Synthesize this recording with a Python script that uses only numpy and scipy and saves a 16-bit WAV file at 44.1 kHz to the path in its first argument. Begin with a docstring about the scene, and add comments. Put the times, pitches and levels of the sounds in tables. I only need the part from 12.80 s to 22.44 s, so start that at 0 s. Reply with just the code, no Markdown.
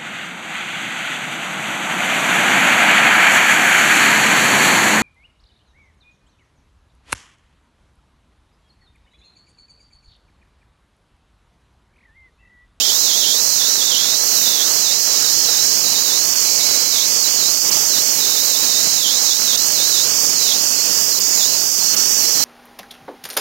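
"""The scream of a wet abrasive blaster leads, its jet on a cast metal cover on concrete outside a workshop.
Noise passes only above the bore's cut-on, a sharp edge that water in the bore pulls down; slugs choke it.
Under it lumpy noise roars on the part and the ground; on top random ticks of grit and droplets sizzle.
Place and microphone: outdoors, no distance or echo computed, the jet on the right channel only.
A faint preamplifier hiss lies on both channels, and the top is cut."""
import sys
import numpy as np
from scipy import signal
from scipy.fft import rfft, irfft
from scipy.io import wavfile
from scipy.ndimage import map_coordinates

SR = 44100
rng = np.random.default_rng(int(sys.argv[2]) if len(sys.argv) > 2 else 0)


def transcribe(signal):
    """Save signal, clipped to [-1, 1], as a 16-bit WAV file at the path in sys.argv[1]."""
    frames = np.atleast_2d(signal).T
    limited = np.clip(frames, -1, 1)
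    pcm = np.round(limited * 32767).astype(np.int16)
    wavfile.write(sys.argv[1], SR, pcm)


N = 425124
T = np.arange(N) / SR
FRAME, OVERLAP = 512, 384  # samples, for the moving filters
FREQS, TIMES, _ = signal.stft(np.zeros(N), SR, nperseg=FRAME, noverlap=OVERLAP)


def undb(db):
    """Decibels to gain."""
    return 10 ** (np.asarray(db) / 20)


def curve(table, times, axis=1):
    """One column of a table, joined by straight lines in time."""
    rows = np.array(table)
    return np.interp(times, rows[:, 0], rows[:, axis])


def colour(x, points):
    """Filter by a spectrum of (f/Hz, level/dB) points, joined along log frequency."""
    hz, db = np.transpose(points)
    freqs = np.maximum(np.fft.rfftfreq(N, 1 / SR), 1)
    gain = undb(np.interp(np.log(freqs), np.log(hz), db))
    return irfft(rfft(x) * gain, N)


def sweep(x, gain):
    """A filter that moves: gain is given over FREQS and TIMES."""
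    frames = signal.stft(x, SR, nperseg=FRAME, noverlap=OVERLAP)[2]
    return signal.istft(frames * gain, SR, nperseg=FRAME, noverlap=OVERLAP)[1][:N]


def unit(x, band):
    """Scale to rms 1 within a band (low Hz, high Hz)."""
    freqs = np.fft.rfftfreq(N, 1 / SR)
    inside = (freqs > band[0]) & (freqs < band[1])
    return x / np.std(irfft(rfft(x) * inside, N))


def walk(rate):
    """Random wavering in time, spread 1: noise above 2 Hz that falls off beyond rate (Hz)."""
    freqs = np.fft.rfftfreq(N, 1 / SR)
    response = (freqs > 2) / np.hypot(1, freqs / rate)
    x = irfft(rfft(rng.standard_normal(N)) * response, N)
    return x / x.std()


def ripple(width_hz, rate):
    """Peaks and dips across the spectrum that come and go, spread near 1."""
    place = np.meshgrid(FREQS / width_hz, TIMES * rate, indexing="ij")
    return map_coordinates(rng.standard_normal((256, 512)), place, order=3, mode="wrap")


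def bell(hz, width_hz):
    """Shape of a resonance over FREQS, 1 at its centre, which may move."""
    return 1 / (1 + (2 * (FREQS[:, None] - hz) / width_hz) ** 2)


def resonances(table):
    """Change in dB over FREQS and TIMES of peaks or dips that each fade in and out."""
    change_db = 0
    for start, end, hz, width_hz, db in table:
        inside = np.clip(np.minimum(TIMES - start, end - TIMES) / 0.26, 0, 1)  # 0.26 s fades
        change_db = change_db + db * inside * bell(hz, width_hz)
    return change_db


def hump(times, at_s, length_s, power=2):
    """A smooth rise and fall in time, 1 at its middle and 1/e at length_s to either side."""
    return np.exp(-np.abs((times - at_s) / length_s) ** power)


# turbulence at the nozzle, before bore and resonances: f/Hz, relative level/dB
SCREAM_SPECTRUM = [(2800, 0.5), (3800, -1.5), (4500, -3.5), (5100, -1.5), (5900, -0.66), (6700, 0.2),
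                   (7050, -3), (7500, -6.5), (7950, -11.5), (8450, -11.5), (9100, -15.5), (10000, -34),
                   (12000, -44)]
# gap between nozzle and part, resonating with the aim: from t/s, to t/s, f/Hz, width/Hz, change of level/dB
GAP_RESONANCES = [(0, 8.2, 6600, 260, 0.5), (0, 12, 5520, 140, 2.5), (.55, 2.1, 5880, 140, 5.5),
                  (2.05, 2.9, 5780, 170, 3.5), (2.4, 3.2, 5490, 120, 5), (3.5, 4.9, 6600, 350, 0),
                  (8.3, 8.8, 6950, 600, 6), (8.9, 9.8, 5770, 340, 5.5)]
# slugs of water that choke the nozzle: t/s, half length/s, change of level/dB
WATER_SLUGS = [(3.541, .002, -17), (3.552, .0057, -9.5), (4.907, .0058, -22), (6.768, 0.0059, -15),
               (8.397, .0054, -17), (9.157, .0056, -19)]


def scream(cut_on, grit_db):
    """Turbulence in the nozzle; the bore passes it only above the cut-on of its first cross mode."""
    turbulence = colour(rng.standard_normal(N), SCREAM_SPECTRUM)
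    above_hz = FREQS[:, None] - cut_on
    passes = .5 + .5 * np.tanh(above_hz / 28)

    # the mode rings hardest just above its cut-on, and whistles there in short spells
    spells = undb(6.8 * np.interp(TIMES, T, walk(rate=6.5)))
    whistle_db = 2.34 * np.minimum(spells, 2) * bell(cut_on + 70, width_hz=200)

    # a higher cut-on and more grit both lift the upper skirt
    skirt_db = 7 * np.log(cut_on / cut_on.mean()) + 0.68 * (grit_db - grit_db.mean())
    ring_db = whistle_db + resonances(GAP_RESONANCES) + skirt_db * bell(hz=8350, width_hz=1600)

    # reflections from the part and the ground shift as the nozzle is moved
    shift_db = 1.15 * ripple(width_hz=130, rate=3.5)
    x = sweep(turbulence, passes * undb(ring_db + shift_db))

    # the oscillation saturates, which evens out its peaks
    wave = signal.hilbert(x / x.std())
    x = wave.real / np.sqrt(1 + 0.12 * np.abs(wave) ** 2)
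    choke_db = sum(db * hump(T, s, length, power=2.8) for s, length, db in WATER_SLUGS)
    return unit(x, band=(4600, 7500)) * undb(choke_db)


# the clear bore's cut-on before it trembles; a surge pulls it down, sharply (1) or roundly (2)
CLEAR_HZ, SURGE_SHAPE = 4480, 1.31
# surges of water, each a downward swoop of the scream: t/s, drop of the cut-on f/Hz, half length/s
WATER_SURGES = [(0.005, 1490.0, 0.037), (0.101, 1490.0, 0.083), (0.32, 1380, 0.07), (0.443, 750.0, 0.036),
                (0.513, 1320, 0.11), (0.834, 1180.0, 0.1), (1.015, 760.0, 0.049), (1.147, 1350, 0.089),
                (1.28, 840.0, 0.12), (1.668, 900, 0.18), (1.808, 950.0, 0.078), (2.094, 900.0, 0.079),
                (2.368, 700, 0.17), (2.49, 440.0, 0.043), (2.754, 905, 0.118), (2.918, 360.0, 0.049),
                (3.073, 630.0, 0.055), (3.165, 590.0, 0.033), (3.314, 1040, 0.12), (3.682, 510.0, 0.056),
                (3.818, 710.0, 0.023), (3.933, 676, 0.16), (4.195, 1280.0, 0.08), (4.46, 680.0, 0.035),
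                (4.644, 865, 0.075), (4.925, 400.0, 0.024), (5.163, 990, 0.061), (5.442, 710.0, 0.099),
                (5.579, 720.0, 0.12), (5.755, 580.0, 0.057), (5.941, 920, 0.17), (6.279, 1490.0, 0.11),
                (6.52, 1050.0, 0.071), (6.737, 1270, 0.086), (7.005, 1020.0, 0.062), (7.186, 1130.0, 0.082),
                (7.606, 463, 0.066), (7.718, 1270, 0.068), (7.979, 280.0, 0.078), (8.078, 290.0, 0.051),
                (8.36, 670.0, 0.048), (8.63, 1180, 0.067), (8.757, 430.0, 0.036), (9.016, 300.0, 0.023),
                (9.123, 340.0, 0.11), (9.464, 430.0, 0.049), (9.607, 670.0, 0.067)]


def bore():
    """Cut-on of the nozzle in Hz over TIMES: each surge lowers it, and the water film makes it tremble."""
    drop_hz = sum(hz * hump(TIMES, s, length, SURGE_SHAPE) for s, hz, length in WATER_SURGES)
    tremble = 1 + .009 * np.interp(TIMES, T, walk(rate=20))
    return (CLEAR_HZ - drop_hz) * tremble


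# air and water striking the part and the ground: f/Hz, relative level/dB
ROAR_SPECTRUM = [(25, -38), (45, -33), (70, -17), (110, -8.5), (160, -2.5), (290, -2.5), (400, 0),
                 (800, -2), (1400, -4.5), (2400, -5), (3000, -1.5), (4000, -4), (9000, -10.5)]
# tones of the part that swell or dip in the roar: from t/s, to t/s, f/Hz, width/Hz, change of level/dB
PART_TONES = [(3.55, 4.35, 2210, 220, 7), (7.6, 8.4, 2720, 350, 4.5), (7.9, 9.64, 3250, 250, -2)]


def roar(cut_on):
    """The lumpy stream of air and water buffets the part, whose tones swell or dip in it."""
    lumps = undb(1.92 * walk(rate=270) + 0.72 * walk(rate=10))
    tone_db = resonances(PART_TONES) + 0.92 * ripple(width_hz=474, rate=7)

    # a dark notch runs just under the edge of the scream, deepest when the bore is clear
    notch_db = 10.0 * (cut_on / CLEAR_HZ) ** 2
    tone_db = tone_db - notch_db * bell(cut_on - 240, width_hz=240)

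    # the rumble is thin at first and then gains body
    body_db = np.interp(TIMES, [1, 3, 8], [-2.2, -.3, 1.2])
    tone_db = tone_db + body_db * bell(hz=230, width_hz=150)
    x = sweep(rng.standard_normal(N) * lumps, undb(tone_db))
    return unit(colour(x, ROAR_SPECTRUM), band=(100, 2500))


# grit and droplets ticking on the metal: f/Hz, relative level/dB
SIZZLE_SPECTRUM = [(500, -58), (5000, -28), (9000, -9), (10200, -13), (11000, -8), (11700, -1),
                   (12200, 0.5), (12700, 0.2), (13300, -4), (14000, -3.5), (14700, -1), (15700, -2)]


def sizzle():
    """Countless grains and droplets tick on the metal, fed in small surges."""
    ticks = rng.standard_normal(N) * undb(1.9 * rng.exponential(size=N))
    x = colour(ticks * undb(.45 * walk(rate=35)), SIZZLE_SPECTRUM)
    x = sweep(x, undb(0.87 * ripple(width_hz=890, rate=9.5)))
    return unit(x, band=(11000, 15800))


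# steady roar before the preamplifier, and the share of each gust that the scream follows
ROAR_DB, SCREAM_GUST_SHARE = -33.5, 0.29
# the roar starts this far below its steady level (dB) and is steady after this time (s)
BUILD_DB, BUILD_S = 2, 1.8
# scream before the preamplifier, as the nozzle is turned and moved: t/s, level/dB
NOZZLE_TURN = [(0, -18.5), (.8, -19), (1.2, -19), (1.8, -19.5), (2.05, -18.5), (2.7, -18.5), (3.35, -19),
               (3.8, -18), (4.23, -19), (4.5, -18.5), (5.3, -19), (5.6, -19.5), (6, -18.4), (6.35, -18.5),
               (7.6, -18.5), (8.2, -19), (8.55, -19), (9.64, -19)]
# the jet falters or spurts for a moment: t/s, half length/s, change of the roar level/dB
JET_GUSTS = [(2.185, 0.082, -2.5), (4.086, .025, -3.5), (4.43, 0.033, -1.5), (4.794, 0.038, -4.5),
             (4.93, 0.071, 3), (6.242, 0.042, -5), (6.545, 0.047, -3), (7.897, .15, -1.5), (8.37, 0.12, -2),
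             (8.908, 0.097, -4.5), (9.164, .05, 1.5)]
# sizzle before the preamplifier, as the aim moves on and off the metal: t/s, level/dB
METAL_AIM = [(0, -28.5), (.22, -26.5), (.42, -28), (.7, -26.5), (1.2, -30.5), (1.55, -24.5), (2.15, -28.5),
             (2.65, -27), (3.35, -27.5), (3.65, -27), (4.45, -28), (5.55, -25.5), (6.5, -29), (6.9, -27),
             (7.9, -28), (8.2, -27), (8.95, -27.5), (9.55, -25.3)]


def scene():
    """The three sounds of the jet reach the right channel; the left is silent."""
    cut_on = bore()
    gust_db = sum(db * hump(T, s, length) for s, length, db in JET_GUSTS)
    # the feed is never quite even: the roar and the sizzle waver with it
    feed = walk(rate=7)
    scream_db = curve(NOZZLE_TURN, T) + SCREAM_GUST_SHARE * gust_db + 0.41 * walk(rate=3.3)
    build_db = -BUILD_DB * np.clip(1 - T / BUILD_S, 0, 1)
    roar_db = ROAR_DB + build_db + gust_db + 0.29 * feed
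    sizzle_db = curve(METAL_AIM, T) + .3 * feed + 0.51 * walk(rate=5)

    grit_db = np.interp(TIMES, T, sizzle_db)
    jet = scream(cut_on, grit_db) * undb(scream_db)
    jet += roar(cut_on) * undb(roar_db)
    jet += sizzle() * undb(sizzle_db)
    return np.array([np.zeros(N), jet])


PREAMP_DB, HISS_DB, TOP_HZ = 5.5, -69.0, 15800


def record(dry):
    """The preamplifier raises the sound and adds the same faint hiss to both channels; the top is cut."""
    hiss_spectrum = [(30, -2), (120, 1), (1300, 9.0), (4000, 5), (8000, -7), (13000, -10)]  # f/Hz, level/dB
    hiss = colour(rng.standard_normal(N), hiss_spectrum)
    wet = undb(PREAMP_DB) * dry + undb(HISS_DB) * hiss / hiss.std()
    top_cut = signal.ellip(12, .1, 80, TOP_HZ, fs=SR, output="sos")
    return signal.sosfilt(top_cut, wet)


dry = scene()
out = record(dry)
transcribe(out)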